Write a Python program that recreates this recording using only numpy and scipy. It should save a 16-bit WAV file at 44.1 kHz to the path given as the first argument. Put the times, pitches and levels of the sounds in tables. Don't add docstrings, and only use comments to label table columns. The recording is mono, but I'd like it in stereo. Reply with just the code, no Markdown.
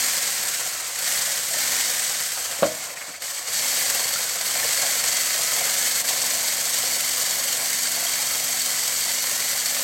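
import sys
import numpy as np
from scipy import signal
from scipy.fft import rfft, irfft, next_fast_len
from scipy.io import wavfile
from scipy.ndimage import uniform_filter1d

SR = 44100
rng = np.random.default_rng(int(sys.argv[2]) if len(sys.argv) > 2 else 0)


def generate_wav(sig):
    pcm = np.round(np.clip(np.atleast_2d(sig).T, -1, 1) * 32767).astype(np.int16)
    wavfile.write(sys.argv[1], SR, pcm)


N = 433503
T = np.arange(N) / SR
FULL_HZ, GEAR_RATIO = 252.5, 11

# (frequency [Hz], level [dB])
HOUSING_SPECTRUM = [(500, -19.5), (950, -13), (1400, -5.6), (2000, -1.6), (2650, -6.2), (3700, -5.7),
                    (4400, -4), (5500, -2.7), (7400, 0), (8400, 0.3), (9300, -5.6), (10700, -6.7),
                    (11900, -2), (13400, -8), (15500, -10.5)]
# (centre [Hz], width [Hz], lift [dB])
HOUSING_RESONANCES = [(1930, 70, -3), (2170, 250, 4), (2520, 240, -2.5), (3200, 220, 3.6), (3450, 80, -2.5),
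                      (4450, 280, 8), (4665, 70, 3.5), (6040, 45, 7.5), (6695, 130, 3), (7900, 420, 3.5),
                      (12100, 700, 2.5)]


def undb(db):
    return 10 ** (np.asarray(db) / 20)


def unit(x):
    return x / np.sqrt(np.mean(x ** 2))


def curves(rows):
    times_s, *columns = np.transpose(rows)
    return [np.interp(T, times_s, column) for column in columns]


def bump(at_s, half_width_s):
    return np.exp(-((T - at_s) / half_width_s) ** 2)


def walk(rate_hz):
    hold = int(SR / rate_hz)
    steps = rng.standard_normal(4096)[np.arange(N) // hold % 4096]
    return 1.3 * uniform_filter1d(uniform_filter1d(steps, hold), hold)


def slope(points, hz):
    points_hz, db = np.transpose(points)
    return np.interp(np.log(hz + 1), np.log(points_hz), db)


def resonant(hz, spectrum, peaks):
    lift_db = sum(db / (1 + (2 * (hz - centre_hz) / width_hz) ** 2) for centre_hz, width_hz, db in peaks)
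    return undb(slope(spectrum, hz) + lift_db)


def colour(x, gain):
    size = next_fast_len(N + 8192, True)
    return irfft(rfft(x, size) * gain(np.fft.rfftfreq(size, 1 / SR)), size)[:N]


def band(x, lo_hz, hi_hz):
    return colour(x, lambda hz: (hz >= lo_hz) & (hz < hi_hz))


def scatter(x, t60_s):
    t = T[:16384]
    echoes = rfft(rng.standard_normal(len(t)) * undb(-60 * t / t60_s))
    response = np.roll(irfft(echoes / np.abs(echoes)), 2048)
    return signal.fftconvolve(x, response)[2048:2048 + N]


def add(track, at_s, sound):
    start = int(at_s * SR)
    track[start:start + len(sound)] += sound[:N - start]


def clicks(rate_hz, spread_db):
    size = undb(spread_db * np.minimum(rng.exponential(size=N), 4))
    return unit((rng.random(N) < rate_hz / SR) * size * rng.choice([-1, 1], N))


def ring(hz, t60_s):
    t = T[:SR]
    return np.sin(2 * np.pi * hz * t) * undb(-60 * t / t60_s)


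def burst(t60_s):
    return rng.standard_normal(SR // 4) * undb(-60 * T[:SR // 4] / t60_s)


def bubble(hz, cycles):
    t = T[:SR // 10]
    life = t * hz / cycles
    return np.sin(2 * np.pi * hz * t * (1 + 0.027 * np.minimum(life, 1))) * undb(-60 * life)


def each_turn(whisk_turns):
    pattern = rng.standard_normal(size=2048)
    position = (whisk_turns + .001 * walk(16)) % 1
    return pattern[(position * (len(pattern) - 1)).astype(int)]


def kitchen(x):
    tail = burst(t60_s=.3) * np.minimum(T[:SR // 4] / .01, 1)
    return signal.fftconvolve(x, tail / np.linalg.norm(tail))[:N]


def ticks():
    # (time [s], relative level [dB])
    rattle_ticks = [(3.9, -6.5), (7.616, -20), (7.7313, -8), (8.038, -11), (8.676, -12), (9.659, -7)]
    # (time [s], level [dB], t60 [s])
    switch_snaps = [(.989, -21, 0.07), (1.501, -34, 0.031), (3.2206, -21.5, 0.053)]
    out = np.zeros(N)
    for at_s, db in rattle_ticks:
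        add(out, at_s, undb(db - 4) * burst(t60_s=0.016))
    for at_s, db, t60_s in switch_snaps:
        add(out, at_s, undb(db) * burst(t60_s))
    return colour(out, lambda hz: resonant(hz, HOUSING_SPECTRUM, HOUSING_RESONANCES))


def pops():
    # (time [s], relative level [dB], pitch [Hz])
    pitched_pops = [(.66, -31, 738), (1.51, -30, 662), (1.567, -29.5, 610), (2.375, -31, 765),
                    (4.159, -26, 1396), (4.63, -23.5, 1780), (4.831, -29, 721), (6.106, -28, 740),
                    (7.457, -30, 560), (7.729, -23, 2120), (7.855, -27, 1610), (8.026, -28.5, 667),
                    (8.066, -24, 3230), (8.196, -31, 830)]
    out = np.zeros(N)
    for at_s, db, hz in pitched_pops:
        add(out, at_s, undb(db + 0.5) * bubble(hz, cycles=0.071 * hz))
    return out


def splats():
    # (time [s], level [dB])
    smacks = [(3.016, -27), (4.108, -19.5), (8.156, -19.5), (9.242, -18), (9.766, -17)]
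    out = np.zeros(N)
    for at_s, db in smacks:
        add(out, at_s, undb(db) * burst(t60_s=0.037))
    return band(out, 500, 5000)


def knocks():
    # (frequency [Hz], level [dB], t60 [s])
    bowl_modes = [(90.5, -6, 0.36), (139, -23, 0.53), (195, -27, 0.56), (226, -21, 0.72), (288, -24, 0.2),
                  (311, -20, 0.51), (339, -16, 0.14), (496, -12, 0.31), (518, -11, 0.17), (560, 1, 0.12),
                  (575, 8.5, 0.18), (619, -1, 0.28), (653, -6.5, 0.36), (730, -7.5, 0.27), (930, -21, .1),
                  (1113, -2, 0.071)]
    # (time [s], relative ring level [dB], relative crack level [dB], contact time [ms])
    blows = [(2.592, -23, -50, 0.25), (2.6238, -2.5, -25, 0.42), (2.63, 0.5, -9, 0.07),
             (2.901, -30, -44, 0.25), (3.081, -29, -28, 3.3)]
    # (frequency [Hz], level [dB])
    crack_spectrum = [(60, -23), (200, 18.5), (600, 10), (1300, 9.5), (1800, 5.0), (2500, 1.5),
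                      (4300, 2), (5500, -20), (12000, -22)]
    modes = sum(undb(db) * ring(hz, t60_s) for hz, db, t60_s in bowl_modes)
    rings, cracks = np.zeros(N), np.zeros(N)
    for at_s, ring_db, crack_db, contact_ms in blows:
        push = np.exp(-T[:SR // 20] / (contact_ms / 1000))
        add(rings, at_s, undb(ring_db - 19) * signal.fftconvolve(modes, push / push.sum()))
        add(cracks, at_s, undb(crack_db) * (burst(t60_s=0.0038) + undb(-13) * burst(t60_s=0.15)))
    rings = signal.sosfilt(signal.butter(2, 120, "high", fs=SR, output="sos"), rings)
    return rings + colour(cracks, lambda hz: undb(slope(crack_spectrum, hz)))


def gurgle(count, lo_hz, hi_hz, spread_db):
    out = np.zeros(N)
    for when, pitch, rank in rng.random((count, 3)):
        level_db = -spread_db * np.log(rank + 0.017)
        hz = lo_hz * (hi_hz / lo_hz) ** pitch
        add(out, when * T[-1], undb(level_db) * bubble(hz, cycles=45))
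    return unit(out)


def splashing_db(speed, drag_db):
    # (time [s], lift [dB])
    sloshes = [(1.54, 4), (1.9, 3), (2.39, 3), (2.52, 4), (2.9, 3), (4.65, 3.5), (4.85, 2), (5.65, 1.5),
               (7.98, 2), (9.08, 2.5)]
    # (time [s], level [dB])
    roaming = [(0, -0.5), (1.3, -1.5), (1.7, -1.5), (4.5, 2), (5.5, 1), (6.8, 1.5), (8.2, 0.5), (9.83, 0.5)]
    waves_db = sum(db * bump(at_s, half_width_s=.028) for at_s, db in sloshes) + 1.33 * walk(14)
    roaming_db, = curves(roaming)
    return -43.5 + 0.93 * 20 * np.log10(speed) + drag_db + roaming_db + waves_db


def batter(whisk_turns, level_db):
    # (frequency [Hz], level [dB])
    splash_spectrum = [(25, -32), (50, -28), (75, -5), (110, -19), (150, -8.5), (230, -16.5), (310, -13.5),
                       (400, -13), (500, -2), (740, -4.5), (880, -12), (1100, -2), (1600, -85), (4000, -44)]
    # (centre [Hz], width [Hz], lift [dB])
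    bowl_resonances = [(480, 95, 2), (563, 16, 9.5), (640, 25, -1.5), (643, 20, 2.5), (727, 160, 6)]
    slap = np.exp(-(whisk_turns % 1) / 0.25)
    spray = clicks(rate_hz=1500, spread_db=1) + undb(-7) * rng.standard_normal(N)
    swirl = undb(-3) * each_turn(whisk_turns)
    churn = scatter((spray + swirl) * (0.74 + slap), t60_s=0.022)
    wet = colour(churn, lambda hz: resonant(hz, splash_spectrum, bowl_resonances))
    wet = wet / np.std(band(wet, 420, 1000))
    bubbles = gurgle(count=1500, lo_hz=700, hi_hz=3100, spread_db=1.4)
    return (undb(0.74) * wet + undb(-1.4) * bubbles) * undb(level_db)


def drive():
    # (pressed [s], released [s])
    presses = [(0, .06), (.97, 1.118), (1.485, 1.8), (3.218, 3.252), (3.46, 3.9), (4.4, 9.83)]
    spin_up_s, coast_hz_per_s = .067, 131
    creep_hz, creep_s = 2.6, .9
    hz, held_s, trigger = np.full(N, FULL_HZ - creep_hz), np.zeros(N), np.zeros(N)
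    for pressed_s, released_s in presses:
        start = int(pressed_s * SR)
        since_s = T[start:] - T[start]
        powered_s = np.minimum(since_s, released_s - pressed_s)
        goal_hz = FULL_HZ - creep_hz * np.exp(-powered_s / creep_s)
        lag_hz = (goal_hz[0] - hz[start]) * np.exp(-powered_s / spin_up_s)
        hz[start:] = goal_hz - lag_hz - coast_hz_per_s * (since_s - powered_s)
        held_s[start:] = powered_s
        trigger[start:] = T[start:] < released_s
    return np.maximum(hz, 1), held_s, trigger


def motor(whisk_turns, speed, held_s, drag_db):
    # (order [per whisk turn], full-speed level [dB], drag response [dB/dB])
    hum_lines = [(3, -73, 0), (6, -62.5, -1.5), (7, -72, 2), (8, -62.8, 0.6), (11, -54.8, .9)]
    # (order [per motor turn], full-speed level [dB])
    whine_lines = [(24, -47.5), (48, -46.5), (49, -51.5)]
    whine_rise_s = 1.2
    hum = sum(undb(db + strain * drag_db + 1.6 * walk(7.2)) * np.sin(2 * np.pi * order * whisk_turns)
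              for order, db, strain in hum_lines)
    motor_turns = GEAR_RATIO * whisk_turns + .0012 * walk(16)
    whine = sum(undb(db + 2 * walk(50)) * np.sin(2 * np.pi * order * motor_turns)
                for order, db in whine_lines)
    whine_rise = 1 - np.exp(-held_s / whine_rise_s)
    return np.sqrt(2) * (hum * speed ** 2.8 + whine * speed ** 2 * whine_rise)


def reflections(x):
    # (delay [ms], gain [ratio])
    echoes = [(1.4, .1), (2.5, .13), (3.9, .15), (6.1, .15)]
    stir_ms, stir_hz = .38, 2.2
    return x + sum(gain * np.interp(T - (delay_ms + stir_ms * walk(stir_hz)) / 1000, T, x)
                   for delay_ms, gain in echoes)


def chatter(whisk_turns):
    impacts = scatter(clicks(rate_hz=6000, spread_db=4), t60_s=0.0085)
    brushes = undb(-1.2) * rng.standard_normal(N)
    buzz = undb(-6.5) * each_turn(whisk_turns)
    return reflections(impacts + brushes + buzz)


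def housing(excitation, upright):
    plain = colour(excitation, lambda hz: undb(slope(HOUSING_SPECTRUM, hz)))
    ringing = colour(excitation, lambda hz: resonant(hz, HOUSING_SPECTRUM, HOUSING_RESONANCES))
    flutter_db = 2.2 * walk(45)
    body = plain + upright * undb(flutter_db) * (ringing - plain)
    growl = band(body, 0, 2800) / np.std(band(body, 1200, 2600))
    return np.array([growl, unit(band(body, 2800, 9000)), unit(band(body, 9000, SR))])


def mesh(whisk_turns):
    # (order [per whisk turn], full-speed level [dB])
    mesh_lines = [(78, -48), (88, -46), (97, -44), (122, -53), (140, -51), (194, -46), (292, -46)]
    rough_hz = 380
    tones = 0
    for order, db in mesh_lines:
        angle = 2 * np.pi * order * whisk_turns
        tones = tones + undb(db) * (walk(rough_hz) * np.cos(angle) + walk(rough_hz) * np.sin(angle))
    return tones


def gears(whisk_turns, speed, drag_db, upright):
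    # (full-speed level [dB], speed exponent, drag response [dB/dB])
    noise_bands = [(-35, 1.03, 1.53), (-24.5, 1.31, 0.95), (-30, 1.48, 0.75)]
    # (time [s], growl lift [dB])
    socket_rattles = [(.705, 2), (.76, 3), (.845, 2), (.905, 3), (.968, 0), (2.906, 4.5), (2.975, 6),
                      (3.018, 7.5), (3.092, 4), (3.152, 7)]
    # (time [s], depth [dB], half-width [s])
    dips = [(0.2, 3, 0.0089), (2.951, 10, 0.007), (3.06, 3, 0.0094), (3.195, 7, 0.013), (6.034, 8.5, 0.012)]
    wobble_db = sum(db * np.cos(2 * np.pi * order * whisk_turns)
                    for order, db in enumerate([.9, .52, .4, .28], 1))
    cogging_db = 0.11 * np.cos(2 * np.pi * GEAR_RATIO * whisk_turns)
    dips_db = sum(db * bump(at_s, half_width_s) for at_s, db, half_width_s in dips)
    load = undb(wobble_db + cogging_db - dips_db + 0.2 * walk(36) + .25 * walk(300))
    band_gains = np.array([speed ** exponent * undb(db + strain * drag_db + .65 * walk(90))
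                           for db, exponent, strain in noise_bands])
    band_gains[0] *= undb(sum(db * bump(at_s, half_width_s=0.012) for at_s, db in socket_rattles))
    mesh_gain = speed ** 1.9 * undb(1.5 * drag_db)
    channels = []
    for _ in range(2):
        noise = np.sum(band_gains * housing(chatter(whisk_turns), upright), axis=0)
        channels.append(load * (noise + mesh_gain * mesh(whisk_turns)))
    return channels


def stereo(mid, side, pan_db):
    # (frequency [Hz], side gain [dB])
    width = [(60, -7), (250, -5), (600, -5.5), (950, -2), (1400, 5), (2100, 0), (2750, 2), (3600, 0.5),
             (7100, 0.5), (7900, -22), (9500, -5), (15000, -5)]
    # (frequency [Hz], left minus right [dB])
    balance = [(100, 1), (600, 2.7), (1200, -1.5), (2500, -2), (5000, -2), (8500, 1)]
    side = colour(side, lambda hz: undb(slope(width, hz)))
    left = colour(mid + side, lambda hz: undb(slope(balance, hz) / 2))
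    right = colour(mid - side, lambda hz: undb(-slope(balance, hz) / 2))
    return np.array([left, right]) * undb(np.array([pan_db, -pan_db]) / 2)


def scene():
    # (time [s], drag [dB])
    drag = [(0, 1.5), (.6, 1), (.95, 0.5), (1.25, 1.5), (1.45, 0), (1.65, 1.3), (2.3, 0.5), (3.2, 0),
            (3.7, 0.5), (4.35, 0.36), (4.7, 0.7), (5.9, 1), (6.15, -0.2), (8, -1.06), (9.83, -1.1)]
    # (time [s], uprightness [0-1], left minus right [dB])
    pose = [(0, 0.3, 1), (2.4, 0.25, 0.4), (2.7, 0.26, 0), (3.3, 0.84, -0.4), (5.5, 0.45, -0.5),
            (7, 0.6, -0.7), (9.83, 0.76, -1.1)]
    motor_hz, held_s, trigger = drive()
    speed = motor_hz / FULL_HZ
    drag_db, = curves(drag)
    upright, pan_db = curves(pose)
    whisk_turns = np.cumsum(motor_hz) / SR / GEAR_RATIO
    jolt_db = 2 * trigger * (1 - speed)
    mid, side = gears(whisk_turns, speed, drag_db + jolt_db, upright)
    blows = knocks()
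    wash = undb(-14) * kitchen(blows)
    hum = motor(whisk_turns, speed, held_s, drag_db)
    splashing = batter(whisk_turns, splashing_db(speed, drag_db))
    near = hum + splashing + ticks() + pops() + splats()
    spread = scatter(near + undb(-4) * blows, t60_s=0.23)
    return stereo(mid + near + blows + wash, side + undb(-1.5) * spread, pan_db)


def record(dry):
    bass_hz, top_hz = 70, 16000
    thin = signal.sosfilt(signal.butter(2, bass_hz, "high", fs=SR, output="sos"), dry)
    return signal.sosfilt(signal.ellip(10, .1, 80, top_hz, fs=SR, output="sos"), thin)


dry = scene()
out = record(dry)
generate_wav(out)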